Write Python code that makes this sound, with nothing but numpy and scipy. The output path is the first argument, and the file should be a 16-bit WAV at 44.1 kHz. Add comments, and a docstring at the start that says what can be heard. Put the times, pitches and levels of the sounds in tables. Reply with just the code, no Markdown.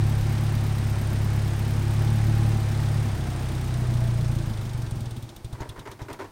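"""A low, even throb with quick ticking: a four-cylinder petrol engine idles under an open bonnet in a
garage, runs short of fuel, slows and dies. Each exhaust stroke excites the modes of the pipe; valves and
injectors tick once a firing. Behind them the body booms, belts and valve gear rumble and whine, and the
intake hisses. A dull bump sounds early on; at the end the block rocks on its mounts and clatters."""
import sys
import numpy as np
from scipy import signal
from scipy.fft import rfft, irfft
from scipy.io import wavfile
from scipy.ndimage import uniform_filter1d

SR = 44100
rng = np.random.default_rng(int(sys.argv[2]) if len(sys.argv) > 2 else 0)


def generate_wav(signal):
    """Clip the signal to [-1, 1] and save it as 16-bit WAV at the path in sys.argv[1]."""
    frames = np.transpose(np.atleast_2d(signal))
    scaled = np.clip(frames, -1, 1) * 32767
    pcm = np.round(scaled).astype(np.int16)
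    wavfile.write(sys.argv[1], SR, pcm)


N = 278270

# The crankshaft while it turns smoothly. Each row: time in seconds, firings per second.
FIRING_RATE = [(-.0785, 34.61), (.45, 35.35), (.75, 34.42), (1.8, 34.74), (2.05, 36.29), (2.5, 36.13),
               (2.62, 34.68), (2.97, 35.74), (3.17, 32.34), (3.5, 32.25), (3.85, 30.19), (4.34, 28.31),
               (4.75, 23.8), (5.1, 18.7), (5.4, 12.14)]
# The last lurches over compression. Each entry: time in seconds.
LURCHES = [5.4445, 5.5263, 5.6047, 5.69, 5.7917, 5.9135, 6.0167, 6.128]
# Hum of the running exhaust. Each row: time in seconds, level in dB.
EXHAUST_HUM = [(0.0, -18.5), (0.2, -22), (0.7, -22), (1.03, -23), (1.35, -21.5), (1.57, -23.5),
               (2.3, -18.5), (2.54, -19), (2.61, -22.5), (2.99, -21.5), (3.25, -26), (3.65, -25),
               (3.9, -21.5), (4.3, -21.5), (4.62, -28), (4.84, -26.5), (5.14, -30.5), (5.27, -37)]
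# The last uneven strokes. Each row: start in seconds, level in dB, signed weight (push +, suck -).
SPUTTER_STROKES = [(5.291, -44, 0.42), (5.366, -40.5, -0.85), (5.446, -28.5, 0.75), (5.528, -29.5, 0.89),
                   (5.607, -27.5, 0.77), (5.69, -34, -0.89), (5.783, -33.5, 0.55), (5.893, -41, 1),
                   (6.016, -29, 0.69), (6.113, -42, -0.91), (6.243, -48, 0.94)]
# Modes of pipe and garage. Each row: frequency in Hz, gain in dB, 60 dB decay time in seconds.
PIPE_MODES = [(28.8, -13, 0.33), (68.5, 0, 0.14), (107.9, 2, 0.34), (119.4, 9, 0.28), (139.85, -5, 0.41),
              (161, -65, 0.28), (215.7, -16.5, 0.44), (325.5, -10.5, 0.36)]
# Bands of the cylinder head. Each row: centre in Hz, width in Hz, gain in dB, 60 dB decay time in seconds.
HEAD_BANDS = [(3510, 820, 2.5, 0.074), (5700, 1200, -3.5, 0.079), (6500, 410, -7, 0.12),
              (8850, 490, 2.5, 0.033), (13600, 800, -2.5, 0.021), (15200, 1100, -13, .022)]
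# Injector pings, fading as fuel pressure is lost. Each row: time in seconds, level before filtering in dB.
INJECTOR_LEVEL = [(0, -32), (1.3, -32), (2.0, -35), (2.7, -36), (2.95, -48), (6.31, -50)]
# The cylinders differ in force. Each entry: relative level of one cylinder in dB.
CYLINDER_EXHAUST_DB = [0.4, -0.68, 0.16, -0.19]
CYLINDER_VALVE_DB = [-3, -5.5, -2.5, -1.5]
CYLINDER_INJECTOR_DB = [-6, -2, 3, -11]
CYLINDER_BRIGHT_DB, CYLINDER_BOOM_DB = [2.5, -2, -3.5, -10], [-12, 0, -3, -12]
# The block rocking on its mounts. Each row: start in seconds, strength in dB.
BLOCK_ROCKS = [(5.529, -37.5), (5.597, -29.5), (5.693, -41), (5.757, -33.5), (5.853, -28.5), (5.989, -33.5),
               (6.082, -28), (6.189, -26.5)]
# Contacts within one rock. Each row: delay in seconds, relative level in dB.
ROCK_CONTACTS = [(0, 3), (.021, -1.5), (0.051, -7.5)]
# Resonances of the brackets. Each row: centre in Hz, width in Hz, gain in dB.
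BRACKET_BANDS = [(285, 65, 3), (402, 73, 4), (618, 113, -1.5), (948, 120, 2), (1400, 620, -6),
                 (2000, 850, -8.5), (3600, 4400, -23.5)]
# Resonances of the bay's sheet metal. Each row: centre in Hz, width in Hz, gain in dB.
PANEL_BANDS = [(211.5, 25, 1), (348, 19, 1), (622, 18, 2), (801, 15, -0.5), (1580, 7, 5.5), (1880, 14, 2.5)]
# Belt-driven whine. Each row: time in seconds, level in dB.
WHINE_LEVEL = [(0, -52.5), (1.7, -60), (2.0, -47), (2.5, -50), (3.1, -55), (3.4, -51), (3.65, -56),
               (3.85, -46.5), (4.25, -51), (4.55, -60)]
# Noise spectra of body, machinery, intake and room. Each row: frequency in Hz, relative density in dB.
BOOM_SPECTRUM = [(110, -26), (150, 6.5), (172, -6), (195, -5), (228, 3), (262, -14.5), (330, -38)]
RUMBLE_SPECTRUM = [(160, -4.5), (265, -7), (340, -0.5), (411, -9), (465, -9.5), (579, -11), (636, -9.5),
                   (744, -12), (800, -8), (965, -12.5), (1820, -16), (3200, -26), (4160, -89), (7040, -120)]
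INTAKE_SPECTRUM = [(1290, -20.5), (2200, 0.5), (2750, -2.5), (3720, -1.5), (4490, -3.5), (4880, -2.5),
                   (7180, -9), (8890, -5), (10700, -15), (11700, -22.5), (13700, -20), (15700, -24)]
GARAGE_SPECTRUM = [(15, 1), (30, -4), (60, -27), (100, 10), (180, -35)]
# A dull bump. One row: start in seconds, level in dB, frequency in Hz.
LOW_BUMP = (.207, -19, 36)
# Speed laws. Each pair: gain at idle in dB, loss in dB per halving of speed (ticks gain instead).
BOOM_LAW, RUMBLE_LAW, CLATTER_LAW, HISS_LAW = (-38, 8.8), (-37, 7.84), (-37, 15.7), (-47, 8.6)
DULL_TICK_LAW, BRIGHT_TICK_LAW = (-37.5, -2.1), (-35.5, -3)


def firings():
    """Phase is the integral of rate: each whole cycle is a firing. Returns their times and the rate."""
    s, rate = np.transpose(FIRING_RATE)
    t = np.arange(s[0], s[-1], 1 / SR)
    cycles = np.cumsum(np.interp(t, s, rate)) / SR
    fired = np.r_[np.interp(np.arange(int(cycles[-1]) + 1), cycles, t), LURCHES]
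    return fired, np.interp(np.arange(N) / SR, fired, 1 / np.gradient(fired))


def exhaust(fired, uneven_db=1.2, jitter_s=.00015, travel_s=.023):
    """Forced vibration: a nearly periodic train of strokes drives the pipe into a hum."""
    chance = rng.standard_normal((len(fired), 2))
    lead_s = 0.2257 * np.gradient(fired)   # the exhaust valve opens ahead of the injector
    arrivals = fired - lead_s + travel_s + jitter_s * chance[:, 0]
    force = amp(by_cylinder(fired, CYLINDER_EXHAUST_DB) + uneven_db * chance[:, 1])
    running = arrivals < EXHAUST_HUM[-1][0]
    run_in = SR // 10   # the pipe is already ringing at the start
    hum = pipe(clicks(arrivals, force * running, run_in), soft_hz=220)[run_in:]
    power = uniform_filter1d(hum ** 2, size=5000) + 0.29 * np.mean(hum ** 2)
    return amp(in_time(EXHAUST_HUM)) * hum / np.sqrt(power)


def sputters():
    """Impulse response: each last stroke rings the pipe and draws a thud from the car body."""
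    s, db, weight = np.transpose(SPUTTER_STROKES)
    strokes = clicks(s, weight * amp(db))
    thuds = amp(-1) * ring(strokes, hz=58.4, t60=.09)
    return amp(-8.5) * pipe(strokes, soft_hz=194) + thuds


def pipe(strokes, soft_hz, echo_s=.0294, echo_db=-23):
    """Modal superposition: soft pressure pulses ring the pipe, and the garage wall reflects the sound."""
    pressure = signal.sosfilt(signal.butter(2, soft_hz, fs=SR, output="sos"), strokes + 1e-18)
    direct = sum(amp(db) * ring(pressure, hz, t60) for hz, db, t60 in PIPE_MODES)
    lag = int(echo_s * SR)
    return direct + amp(echo_db) * np.r_[np.zeros(lag), direct[:-lag]]


def valves(fired, rate, bright_from_hz=8000):
    """Impact excitation: valves tick in the bands of the cylinder head; the high bands die first."""
    out = 0
    for hz, width, db, t60 in HEAD_BANDS:
        bright = hz > bright_from_hz
        cylinder_db = np.add(CYLINDER_VALVE_DB, CYLINDER_BRIGHT_DB) if bright else CYLINDER_VALVE_DB
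        taps = ticks(fired, cylinder_db, spread_db=2.6, t60=t60)
        gain = with_speed(BRIGHT_TICK_LAW if bright else DULL_TICK_LAW, rate)
        out = out + gain * amp(db) * resonance(taps, hz, width)
    return out


def injectors(fired, hz=13400, width_hz=700):
    """Resonant filtering: two resonances in series narrow each injector tick to a thin ping."""
    taps = ticks(fired, CYLINDER_INJECTOR_DB, spread_db=1.2, t60=.03)
    pings = resonance(resonance(taps, hz, width_hz), hz, 2 * width_hz)
    return amp(in_time(INJECTOR_LEVEL)) * pings


def rocking_block(knock_db=23):
    """Rebound: each rock makes three rattling contacts that excite the brackets' resonances."""
    s, rock_db = np.transpose(BLOCK_ROCKS)
    contacts = sum(clicks(s + delay, amp(rock_db + db)) for delay, db in ROCK_CONTACTS)
    garage_tail = amp(-22) * fade(contacts, t60=.6)
    envelope = swell(fade(contacts, t60=.12) + garage_tail, attack_s=.0029)
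    rattle = envelope * rng.standard_normal(N) * amp(1.5 * drift(150))
    knocks = clicks(s + ROCK_CONTACTS[1][0], amp(rock_db + knock_db))   # the second contact is hard
    return amp(5) * sum((-1) ** k * amp(db) * resonance(rattle + knocks, hz, width)
                        for k, (hz, width, db) in enumerate(BRACKET_BANDS))


def body_boom(fired, rate):
    """Amplitude modulation: the body's low noise throbs hardest after two neighbouring firings."""
    throb = fade(clicks(fired, amp(by_cylinder(fired, CYLINDER_BOOM_DB))), t60=.22)
    throb = throb / np.sqrt(uniform_filter1d(throb ** 2, size=12000))
    return with_speed(BOOM_LAW, rate) * throb * coloured(BOOM_SPECTRUM)


def machinery(rate, crossover_hz=1500):
    """Broadband noise of belts and valve gear: with slowing, the clatter thins faster than the rumble."""
    noise = coloured(RUMBLE_SPECTRUM, flicker_db=0.75)
    rumble = signal.sosfiltfilt(signal.butter(2, crossover_hz, fs=SR, output="sos"), noise)
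    clatter = noise - rumble
    return with_speed(RUMBLE_LAW, rate) * rumble + with_speed(CLATTER_LAW, rate) * clatter


def panels(x):
    """Sympathetic resonance: the bay's sheet metal colours a few narrow bands."""
    return x + sum((amp(db) - 1) * resonance(x, hz, width) for hz, width, db in PANEL_BANDS)


def intake(fired, rate):
    """Flow noise, modulated: the hiss swells after each firing."""
    puff = 1 + 0.13 * fade(clicks(fired, np.ones(len(fired))), t60=.087)
    return with_speed(HISS_LAW, rate) * rms_one(puff * coloured(INTAKE_SPECTRUM, flicker_db=0.2))


def belt_whine(rate, cycles_per_firing=22.2):
    """A rotational tone: its wavering frequency is proportional to engine speed."""
    sounding = np.arange(N) / SR < WHINE_LEVEL[-1][0]
    phase = 2 * np.pi * np.cumsum(cycles_per_firing * rate) / SR + 1.4 * drift(9)
    return np.sqrt(2) * sounding * amp(in_time(WHINE_LEVEL) + 3.3 * drift(22)) * np.sin(phase)


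def bump():
    """Heavy damping: a low oscillation dies within a few swings."""
    s, db, hz = LOW_BUMP
    return -ring(clicks([s], [amp(db)]), hz, t60=.08)


def garage():
    """Stationary noise: the room's faint low rumble."""
    return amp(-51) * coloured(GARAGE_SPECTRUM)


def ticks(fired, cylinder_db, spread_db, t60):
    """Transient noise: one decaying burst at each firing."""
    sizes = amp(by_cylinder(fired, cylinder_db) + spread_db * rng.standard_normal(len(fired)))
    return swell(fade(clicks(fired, sizes), t60), attack_s=.0012) * rng.standard_normal(N)


def by_cylinder(fired, four_db):
    """Cyclic order: the firings take the four levels in turn."""
    return np.array(four_db)[np.arange(len(fired)) % len(four_db)]


def with_speed(law, rate, idle_per_s=35):
    """Power law: the gain changes by equal dB for each halving of speed."""
    idle_db, per_halving_db = law
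    return amp(idle_db + per_halving_db * np.log2(rate / idle_per_s))


def clicks(seconds, sizes, run_in=0):
    """An impulse train that begins run_in samples before time zero."""
    at = np.round(np.asarray(seconds) * SR).astype(int) + run_in
    train = np.zeros(N + run_in)
    inside = (at >= 0) & (at < len(train))
    train[at[inside]] = np.asarray(sizes)[inside]
    return train


def ring(x, hz, t60):
    """A damped oscillator: a unit impulse starts a sine of height 1."""
    r, w = amp(-60 / (t60 * SR)), 2 * np.pi * hz / SR
    return signal.lfilter([0, np.sin(w)], [1, -2 * r * np.cos(w), r * r], x + 1e-18)


def resonance(x, hz, width_hz):
    """A band-pass resonator with peak gain 1."""
    r, w = np.exp(-np.pi * width_hz / SR), 2 * np.pi * hz / SR
    return signal.lfilter([(1 - r * r) / 2, 0, (r * r - 1) / 2], [1, -2 * r * np.cos(w), r * r], x)


def fade(x, t60):
    """Exponential decay: each impulse falls 60 dB in t60 seconds."""
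    return signal.lfilter([1], [1, -amp(-60 / (t60 * SR))], x + 1e-18)


def swell(envelope, attack_s):
    """A first-order lag softens the rise of an envelope."""
    r = np.exp(-1 / (attack_s * SR))
    return signal.lfilter([1 - r], [1, -r], envelope)


def drift(hz):
    """Low-passed noise: a random wander of rms 1."""
    step = 40   # samples between points
    r = np.exp(-2 * np.pi * hz * step / SR)
    slow = signal.lfilter([1], [1, -2 * r, r * r], rng.standard_normal(N // step + 2002))[2000:]
    return np.interp(np.arange(N) / step, np.arange(len(slow)), rms_one(slow))


def coloured(spectrum, flicker_db=0):
    """Spectral shaping: noise of rms 1 whose level may flicker."""
    hz = np.fft.rfftfreq(N, 1 / SR) + 1
    knots_hz, db = np.transpose(spectrum)
    gain = amp(np.interp(np.log(hz), np.log(knots_hz), db))
    shaped = irfft(rfft(rng.standard_normal(N)) * gain, N)
    return rms_one(shaped * amp(flicker_db * drift(57)))


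def in_time(rows):
    """Linear interpolation of a curve at every sample."""
    return np.interp(np.arange(N) / SR, *np.transpose(rows))


def amp(db):
    """Amplitude ratio of a level in dB."""
    return 10 ** (np.asarray(db) / 20)


def rms_one(x):
    """Normalisation to rms 1."""
    return x / np.sqrt(np.mean(x ** 2) + 1e-20)


def scene():
    """Superposition: the pressures of all sources add at one microphone."""
    fired, rate = firings()
    hiss = intake(fired, rate)
    bay = panels(body_boom(fired, rate) + machinery(rate)) + belt_whine(rate)
    tailpipe = exhaust(fired) + sputters()
    ticking = valves(fired, rate) + injectors(fired)
    return (tailpipe + ticking + rocking_block() + bay + hiss + bump() + garage())[None]


def record(dry, low_hz=12, high_hz=15850):
    """Band limiting: the microphone drops the lowest bass and the highest treble."""
    no_bass = signal.sosfilt(signal.butter(2, low_hz, "high", fs=SR, output="sos"), dry)
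    return signal.sosfilt(signal.ellip(10, .3, 55, high_hz, fs=SR, output="sos"), no_bass)


dry = scene()
out = record(dry)
generate_wav(out)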